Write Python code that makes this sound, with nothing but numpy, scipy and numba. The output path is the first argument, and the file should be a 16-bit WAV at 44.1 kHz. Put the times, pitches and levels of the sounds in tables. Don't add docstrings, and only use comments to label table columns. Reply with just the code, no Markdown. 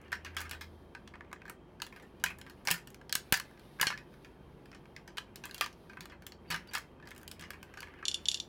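import sys
import numpy as np
from scipy import signal
from scipy.fft import rfft, irfft
from scipy.io import wavfile
from scipy.ndimage import uniform_filter1d
from numba import njit

SR = 44100
rng = np.random.default_rng(int(sys.argv[2]) if len(sys.argv) > 2 else 0)


def file_out(sig):
    cols = np.atleast_2d(sig).T
    lim = np.clip(cols, -1, 1)
    pcm = np.round(lim * 32767).astype(np.int16)
    wavfile.write(sys.argv[1], SR, pcm)


def magnitude_from_level(level_db):
    exponent = np.asarray(level_db, float) / 20
    return 10 ** exponent


N = 373968
T = np.arange(N) / SR
CLUSTER = 3


def set_rms(x, db):
    return x * magnitude_from_level(db) / np.sqrt(np.mean(x ** 2))


def bandpass(x, order, band_hz):
    return signal.sosfilt(signal.butter(order, band_hz, "bandpass", fs=SR, output="sos"), x)


def coloured(points):
    hz, db = np.transpose(points)
    grid_hz = np.maximum(np.fft.rfftfreq(N, 1 / SR), 1)
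    gain = magnitude_from_level(np.interp(np.log(grid_hz), np.log(hz), db))
    return set_rms(irfft(rfft(rng.standard_normal(N)) * gain, N), 0)


def walk(rate_hz):
    hold = int(SR / rate_hz)
    steps = np.repeat(rng.standard_normal(N // hold + 1), hold)
    return uniform_filter1d(steps, hold)[:N]


def fades(start_s, db, decay_s):
    spikes = np.zeros(N)
    places = np.minimum((np.asarray(start_s) * SR).astype(int), N - 1)
    np.add.at(spikes, places, magnitude_from_level(db))
    return signal.lfilter([1], [1, -np.exp(-1 / (max(decay_s, 1e-9) * SR))], spikes)


def grit(per_s, spread_db):
    hit = rng.random(N) < per_s / SR
    size = magnitude_from_level(spread_db * rng.exponential(size=N))
    return set_rms(hit * rng.standard_normal(N) * size, 0)


@njit
def resonate(force, poles, gains, struck):
    out = np.zeros(len(force))
    for k in range(poles.shape[1]):
        z = 0j
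        for i in range(len(force)):
            z = z * poles[struck[i], k] + gains[struck[i], k] * force[i] + 1e-18
            out[i] += z.imag
    return out


def ring(force, modes, struck, scatter_db, detune, band_hz, tilt_db=0, turns=0.21):
    hz, db, t60_s = np.repeat(np.transpose(modes), CLUSTER, axis=1)
    chance = rng.standard_normal((struck.max() + 1, 3, len(hz)))
    hz = np.minimum(hz * np.exp(detune * chance[:, 0]), .45 * SR)
    decay = np.log(1000) / np.maximum(t60_s, .002)
    poles = np.exp((2j * np.pi * hz - decay) / SR)
    gains = magnitude_from_level(db + tilt_db + scatter_db * chance[:, 1])
    gains /= np.sqrt(np.sum(gains ** 2, axis=1, keepdims=True) / 2)
    sense = (-1) ** np.repeat(np.arange(len(modes)), CLUSTER)
    phase = np.exp(2j * np.pi * turns * chance[:, 2])
    rung = resonate(force, poles, gains * sense * phase, struck)
    return bandpass(rung, 2, np.minimum(band_hz, .45 * SR))


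# start_s (its loudest moment), length_s (time to fall to 1/e),
# pitch_hz, level_db (rms at the loudest, before wavering)
SWELLS = [(0.45, 0.41, 80, -51.5), (1.2, 0.37, 78.7, -63), (2.294, 0.26, 78, -62), (3.3, .3, 71.5, -65.5),
          (4.446, 0.18, 71, -65), (5.6, 0.63, 75, -68.5), (6.398, 0.44, 79.7, -63.5),
          (7.491, 0.54, 80.7, -62.5), (8.3, 0.27, 80.2, -63)]


def swells():
    wavering_time = np.cumsum(1 + 0.018 * walk(8)) / SR
    tone = 0
    for start_s, length_s, hz, db in SWELLS:
        swell = magnitude_from_level(db) * np.exp(-((T - start_s) / length_s) ** 2)
        tone = tone + swell * np.sin(2 * np.pi * hz * wavering_time)
    waver_db = 1.5 * walk(6)
    return np.sqrt(2) * magnitude_from_level(waver_db) * tone


def drone(rows):
    start_s, hz, db = np.transpose(rows)
    wavering_hz = np.interp(T, start_s, hz) * (1 + 0.0141 * walk(8))
    phase = 2 * np.pi * np.cumsum(wavering_hz) / SR
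    waver_db = 1.5 * walk(6)
    return np.sqrt(2) * magnitude_from_level(np.interp(T, start_s, db) + waver_db) * np.sin(phase)


# pitch_hz, relative level_db (per Hz)
AIR_COLOUR = [(12, -45), (20, -13), (94, -5.5), (195, -3), (314, -7.5), (372, -6.5), (670, -14), (863, -15),
              (939, -14), (1020, -17.5), (1210, -18.5), (1320, -23), (4410, -43.5), (15200, -62),
              (16500, -47)]
# start_s, pitch_hz, level_db (rms before wavering)
HIGH_DRONE = [(1.8, 130.6, -89), (2.2, 127.2, -71), (3.6, 143.3, -64.5), (4.5, 142.5, -63.5),
              (5.5, 146, -72.5), (6.0, 154, -84)]
# pitch_hz, width_hz, level_db (rms)
APPLIANCES = [(359, 30, -66), (3170, 30, -80.5)]


def air():
    air_db, hum_hz, hum_db = -57, 53.6, -67
    hum = drone([(0, hum_hz, hum_db), (N / SR, hum_hz, hum_db)])
    for hz, width_hz, db in APPLIANCES:
        narrow = signal.iirpeak(hz, hz / width_hz, fs=SR)
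        hum += set_rms(signal.lfilter(*narrow, rng.standard_normal(N)), db)
    return set_rms(coloured(AIR_COLOUR), air_db) + swells() + drone(HIGH_DRONE) + hum


# start_s, movement level_db, skin sliding level_db (against the movement)
HANDS_MOVING = [(0.0, -60.5, -21), (0.47, -60, -19), (0.66, -72.5, -1), (0.99, -73.5, -6.5),
                (1.32, -70, -18), (1.58, -74.5, -11), (2.27, -68.5, -10), (2.34, -67, -7),
                (3.14, -74, -7.5), (3.26, -66, -2), (4.58, -70.5, -6), (5.36, -69.5, -11),
                (5.55, -56.5, -11), (5.72, -72.5, -1.5), (6.0, -68.5, -13), (6.12, -69, -14),
                (6.31, -84.5, -12), (6.54, -57, -7.5), (6.68, -60, -18), (6.82, -66, -6.5),
                (7.09, -75.5, -14), (7.22, -67, -9), (8.15, -59.5, -16.5), (8.24, -62.5, -8),
                (8.36, -61, -2), (8.48, -75, -1)]
# pitch_hz, relative level_db (per Hz)
SKIN_COLOUR = [(1760, -9), (3000, -14), (3620, -0.5), (3910, -3.5), (4630, -6), (6170, -13), (7350, -21.5),
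               (10100, -9.5), (16000, -17)]
# pitch_hz, relative level_db, t60_s (time to fall 60 dB)
SHELL_MODES = [(626, -14.5, 0.015), (788, -6, 0.052), (973, -0.5, 0.042), (1192, -1.5, 0.036),
               (1370, -3, 0.028), (1569, 0.5, 0.036), (1678, 0.5, 0.032), (1807, 0.5, 0.021),
               (2007, -7.5, 0.054), (2146, 2.5, 0.018), (2510, 0.5, 0.035)]
# pitch_hz, relative level_db, t60_s
THIN_MODES = [(2553, -2.5, 0.016), (2930, -2, 0.042), (3117, -17, 0.022), (3330, 0, 0.019),
              (4000, -4, 0.028), (4540, 1.5, 0.015), (4650, 1, 0.007), (5250, -4.5, 0.028),
              (5510, -7, 0.016), (5980, -0.5, 0.0039)]


def rustle():
    start_s, move_db, skin_db = np.transpose(HANDS_MOVING)
    moving = magnitude_from_level(np.interp(T, start_s, move_db))
    skin = magnitude_from_level(np.interp(T, start_s, skin_db))
    hiss = coloured(SKIN_COLOUR) * magnitude_from_level(1.5 * walk(25) + 2.5 * walk(6))
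    spot = (T * 40).astype(int)
    scrape = ring(grit(1800, 1.2), SHELL_MODES[3:] + THIN_MODES[:2], spot, 1.3, 0.071, (800, 4000))
    return moving * (set_rms(scrape, -3.0) + skin * set_rms(hiss, 0))


# start_s, strength level_db (before filtering), share that rings the top (0-1)
BLOWS = [(2.238, -44.5, 0.86), (2.675, -47, 0.5), (2.709, -34.5, 0.75), (3.154, -50, 0.16),
         (3.325, -33, 0.12), (3.813, -40.5, 0.56), (3.869, -46, 0), (5.996, -45, 0.83), (6.502, -38, 0.8),
         (6.539, -40, 0.74), (7.399, -47, 0.8)]


def table():
    top_hz, top_t60_s, top_rise_s = 170.5, 0.27, 0.0065
    start_s, blow_db, share = np.transpose(BLOWS)
    share = np.clip(share, .01, .99)
    push = bandpass(fades(start_s, blow_db + 20 * np.log10(1 - share), 0.00055), 1, [45, 700])
    age = T[:SR // 2]
    top = np.sin(2 * np.pi * top_hz * age) * np.exp(-np.log(1000) * age / top_t60_s)
    top *= 1 - np.exp(-age / top_rise_s)
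    blows = np.zeros(N)
    blows[(start_s * SR).astype(int)] = magnitude_from_level(blow_db) * share
    return magnitude_from_level(21) * push + signal.fftconvolve(blows, top)[:N]


# start_s (its loudest moment), length_s (time to fall to 1/e), pitch_hz,
# level_db (peak before roughening)
SQUEAK_ROWS = [(6.49, 0.01, 4600, -63), (6.694, 0.0072, 4650, -51)]


def squeaks():
    rough = magnitude_from_level(5 * walk(900))
    whistle = 0
    for start_s, length_s, hz, db in SQUEAK_ROWS:
        swell = magnitude_from_level(db) * np.exp(-((T - start_s) / length_s) ** 2)
        whistle = whistle + swell * np.sin(2 * np.pi * hz * T)
    return rough * whistle


# start_s, snap level_db (before the drive offsets), edge tick level_db (against the snap)
RATCHET_TEETH = [(8.0533, -17.5, -27), (8.082, -12.5, -22.5), (8.1138, -23.5, -26), (8.1431, -18, -18),
                 (8.2556, -22, -33), (8.2848, -12.5, -20), (8.315, -18, -22), (8.3439, -18, -20),
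                 (8.3727, -33, -29), (8.4001, -20.5, -27)]
# pitch_hz, relative level_db, t60_s
ARM_MODES = [(2350, -12, .007), (2880, -5, .016), (3150, -3, .008), (3510, -2.5, .028), (3800, -1, .006),
             (4370, -2, .007), (4850, -3, .007), (5380, -3, .006), (6000, -4, .005), (6600, -6, .005),
             (7200, -11, .005)]
# pitch_hz, relative level_db, t60_s (ring() allows 0.002 at least)
EDGE_MODES = [(7045, 8, 0.0066), (7500, -8, 0.0025), (8150, -42, 0.003), (9990, 7, 0.0037),
              (10210, 5.5, 0.0093), (11500, -8, 0.0015), (14000, -28.5, 0.0018), (14500, 15, .003)]


def ratchet():
    start_s, snap_db, edge_db = np.transpose(RATCHET_TEETH)
    tick_db = snap_db + edge_db
    same_spot, shiver = np.zeros(N, int), rng.standard_normal(N)
    arm = fades(start_s, snap_db - 7.5, 0) + shiver * fades(start_s, snap_db - 28.5, 0.0047)
    tick = fades(start_s, tick_db + 4.0, 0) + shiver * fades(start_s, tick_db - 22.0, 0.011)
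    body = ring(arm, ARM_MODES, same_spot, .5, .012, (2200, 12000), turns=.04)
    edge = ring(tick, EDGE_MODES[:6], same_spot, .5, .04, (6000, 13000), turns=.05)
    return body + edge


# start_s, hit level_db (before the drive offsets), thin parts level_db and
# edge tick level_db (both against the hit), loose rattle level_db (against the drive of each part)
CONTACTS = [(0.015, -57.5, -20, -4, -13), (0.048, -58.5, -15, -28, -12), (0.081, -51, -12, -23, -26),
            (0.119, -33.5, -13, -17, -9.5), (0.128, -25.5, -11, -24, -23), (0.153, -46, -11, -12, -24),
            (0.248, -34, -7, -18, -13), (0.259, -53.5, -24, -31, 1), (0.348, -49, -13, -16, -19),
            (0.367, -25, -7, -15, -12.5), (0.38, -45, -10, -16, -31), (0.398, -44, -14, -14, -22),
            (0.405, -34, -13, -7.5, -13.5), (0.415, -31.5, -11, -11, -22), (0.452, -43, -17, -33, -6),
            (0.495, -39, -6, -5, -28), (0.511, -28.5, -8, -10, -16.5), (0.531, -36, -19, -34, -16.5),
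            (0.549, -42, -13, -24, -19), (0.61, -39, -8, -16, -3.5), (0.95, -30.5, -18.5, -36, -21.5),
            (1.076, -40.5, -4.5, -22, -25), (1.138, -47, -23, -39, -7.5), (1.155, -37, -28, -52, -38),
            (1.208, -36.5, -43, -40, -34), (1.247, -48, -32, -39, -30), (1.315, -40, -28, -30, -28),
            (1.329, -28.5, -17.5, -19.5, -31), (1.361, -44, -26, -41, -33), (1.418, -40, -22, -31, -31),
            (1.454, -38.5, -20, -26, -21), (1.463, -51, -16, -18, -14), (1.48, -40, -23, -18, -17),
            (1.497, -30, -17.5, -7.5, -27), (1.801, -41.5, -10, -17, -33), (1.819, -27, -6, -7, -21),
            (1.866, -47, 1.5, -5, -23), (1.925, -43.5, -23, -26, -8), (1.962, -43.5, -13, -16, -13.5),
            (1.998, -44, -12, -22, -17), (2.024, -47, -23, -14, -10), (2.198, -58.5, -5, -11, -7.5),
            (2.239, -16.5, -6, -6.5, -23), (2.261, -23, -14, -23, -21), (2.302, -37.5, -22, -21, -11),
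            (2.386, -41.5, -19, -8, -19), (2.414, -41.5, -3, -9, -30), (2.465, -41, -22, -26, -9.5),
            (2.498, -45.5, -8, -7, -16.5), (2.652, -43.5, -12, -3.5, -9), (2.673, -17.5, -8.5, -15, -19.5),
            (2.684, -20, -10.5, -16, -23.5), (2.705, -24, -4.5, -4, -34), (2.712, -20, -3, 1.5, -18.5),
            (2.74, -31, -21, -12, -18), (2.78, -39, -16, -15, -21), (2.873, -43.5, -1, -2, -22),
            (2.903, -49, -10, -1, -26), (2.945, -44.5, -6.5, -6, -29), (3.014, -44.5, -16, -24, -26),
            (3.095, -37, -3.5, -13, -24.5), (3.126, -28.5, 6, -1, -29), (3.153, -23.5, 0.5, 3, -24),
            (3.324, -12, -7.5, -3, -19), (3.341, -19.5, -4.5, -22, -23), (3.373, -35.5, -11, -1, -26),
            (3.399, -27.5, -11, -7.5, -31), (3.511, -47, -20, -18, -26), (3.575, -45, -18, -30, -24),
            (3.595, -52.5, -4, -8, -18), (3.789, -44, -26, -23, -25), (3.798, -27, -21, -24, -15),
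            (3.813, -20.5, -1, 0, -19), (3.829, -13.5, -36, -18, -23), (3.858, -43, -9, -13, -25),
            (3.869, -18.5, -3.5, -18, -18), (3.903, -21, -24, -28, -16.5), (3.926, -30, -30, -40, -30),
            (3.976, -35.5, -10.5, -28, -22), (3.986, -45, -12, -21, -18), (4.14, -47, -16, -27.5, -25),
            (4.247, -41.5, -16, -24, -15), (4.657, -48, -7.5, -11, -25), (4.716, -41, -13, -29, -32),
            (4.729, -42, -21, -32, -17), (4.748, -44, -6, -32, -17), (4.856, -46, -15, -36, -34.5),
            (4.964, -31.5, -15, -26, -22), (5.077, -34.5, -12, -21, -17.5), (5.171, -38.5, -6.5, -11, -9),
            (5.182, -25, -6, -24, -32), (5.358, -47, 9, 6, -21), (5.438, -38, -7.5, -18, -10),
            (5.455, -36, -13, -3, -20), (5.494, -43, -11, -17, -25), (5.511, -44, -2, -7, -28),
            (5.545, -47, 7.5, 9, -20), (5.58, -36.5, -4.5, -9, -18), (5.61, -14.5, -10.5, -16, -18.5),
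            (5.642, -39, 3, -19, -27), (5.661, -31, -8, -15, -27), (5.728, -54.5, 0, -8, -19),
            (5.896, -41.5, -17.5, -29, -12.5), (5.933, -44.5, -16.5, -29, -24),
            (5.971, -34.5, -32, -31, -19), (6.007, -38.5, -2, -5, -17.5), (6.056, -39, -7, -10, -28),
            (6.098, -44, -12, -29, -14), (6.12, -42.5, -26, -30, -12), (6.222, -44.5, -14, -11.5, -19),
            (6.266, -39.5, -3, 0.5, -19.5), (6.321, -43, -3.5, -16, -23), (6.503, -31.5, -5.5, -6.5, -7),
            (6.513, -30.5, -4.5, -19, -19.5), (6.524, -24, -12, -31, -25), (6.543, -25.5, -12, -24, -16.5),
            (6.561, -32.5, -18, -13, -24), (6.674, -61, 6, 1, -17), (6.712, -50.5, -9, -21, -7),
            (6.735, -39, -6, -6, -3), (6.751, -23, -5.5, -13, -18.5), (6.774, -28.5, -20, -24, -20.5),
            (6.782, -32.5, -17, -6, -24), (7, -48, -22, -33, -22), (7.026, -46.5, -25, -34, -11.5),
            (7.055, -50, -15, -21, -12), (7.073, -41.5, -10, -15, -17), (7.088, -50.5, -2.5, -6, -24),
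            (7.107, -42.5, -9, -6, -25), (7.115, -34, -21, -27, -26), (7.149, -47.5, -12, -10, -24),
            (7.163, -45, -11, -7, -24), (7.179, -45.5, -13, -2.5, -22), (7.197, -48, -22, -16, -30),
            (7.214, -50, -16, -6, -21), (7.231, -49.5, -11, -3, -28), (7.278, -44, 1, 5, -27),
            (7.314, -41.5, -0.5, 1, -21.5), (7.395, -42, -4, -10, -16), (7.41, -42.5, -8, -8, -15),
            (7.423, -34.5, -15, -39, -17), (7.438, -45, -7, -33, -15), (7.505, -33.5, -6.5, -9, -23),
            (7.533, -42, -17, -24, -10), (7.629, -39, -11.5, -11, -20.5), (7.739, -42, -9, -19, -18.5),
            (7.773, -35.5, -12.5, -22, -15), (7.805, -43, 1.5, -0.5, -28), (7.821, -39, -13, -20, -19),
            (7.829, -34, -13.5, -23, -21.5), (7.872, -42, -21, -33, -31), (7.883, -43, -26, -29, -16),
            (7.938, -41, -32, -35, -18), (7.988, -50, -22, -29, -10), (8.027, -36, -32, -34, -14)]


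def clicks():
    shell_db, thin_drive_db, edge_drive_db = -8.5, -2, -0.5
    shell_hz, spot_spread = 1677, 0.048
    crack_db, crack_s = 1.5, 0.0019
    start_s, hit_db, thin_db, edge_db, rattle_db = np.transpose(CONTACTS)
    struck = np.maximum(np.searchsorted(start_s, T + 0.00023) - 1, 0)
    chatter = .33 * grit(9000, 1.5)
    scuff = np.sign(rng.standard_normal(N))
    spot_hz = shell_hz * np.exp(spot_spread * rng.standard_normal((len(start_s), 1)))
    octaves = np.log2(np.repeat(np.transpose(SHELL_MODES)[0], CLUSTER) / spot_hz)
    # modes, drive level_db, detune (spread of log pitch), radiated band_hz, weighting level_db
    parts = ((SHELL_MODES, shell_db, .022, (450, 3200), -10 * np.abs(octaves)),
             (THIN_MODES, thin_drive_db + thin_db, .05, (2000, 8000), 0),
             (EDGE_MODES, edge_drive_db + edge_db, .06, (5500, 14500), 0))
    out = 0
    for modes, drive_db, detune, band_hz, tilt_db in parts:
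        db = hit_db + drive_db
        force = fades(start_s, db, 0)
        force = force + scuff * fades(start_s, db - 15.0, 0.001)
        force = force + chatter * fades(start_s, db + rattle_db, 0.02)
        crack_fade = fades(start_s, db + crack_db, crack_s)
        rattle_fade = fades(start_s, db + crack_db + rattle_db, 0.018)
        crack = bandpass(rng.standard_normal(N) * (crack_fade + rattle_fade), 2, band_hz)
        out = out + ring(force, modes, struck, 1.5, detune, band_hz, tilt_db) + crack
    return out


# pitch_hz (band centre), t60_s
ROOM_DECAY = [(300, 0.098), (800, 0.19), (2000, 0.2), (5500, 0.18), (12000, 0.093)]


def room(x):
    room_db, rise_s = -14, 0.0048
    age = T[:SR // 2]
    tail = 0
    for hz, t60_s in ROOM_DECAY:
        band = bandpass(rng.standard_normal(len(age)), 2, [hz / 1.6, min(hz * 1.6, .45 * SR)])
        tail = tail + band * np.exp(-np.log(1000) * age / t60_s)
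    tail *= 1 - np.exp(-age / rise_s)
    return magnitude_from_level(room_db) * signal.fftconvolve(x, tail / np.sqrt(np.sum(tail ** 2)))[:N]


def scene():
    toy = clicks() + ratchet() + squeaks()
    return (toy + room(toy) + table() + rustle() + air())[None]


def band_limit(x):
    return signal.sosfilt(signal.butter(12, 17030, fs=SR, output="sos"), x)


def record(dry):
    top_hz = 16300
    finished = signal.sosfilt(signal.ellip(8, .2, 60, top_hz, fs=SR, output="sos"), dry)
    return band_limit(finished)


dry = scene()
out = record(dry)
file_out(out)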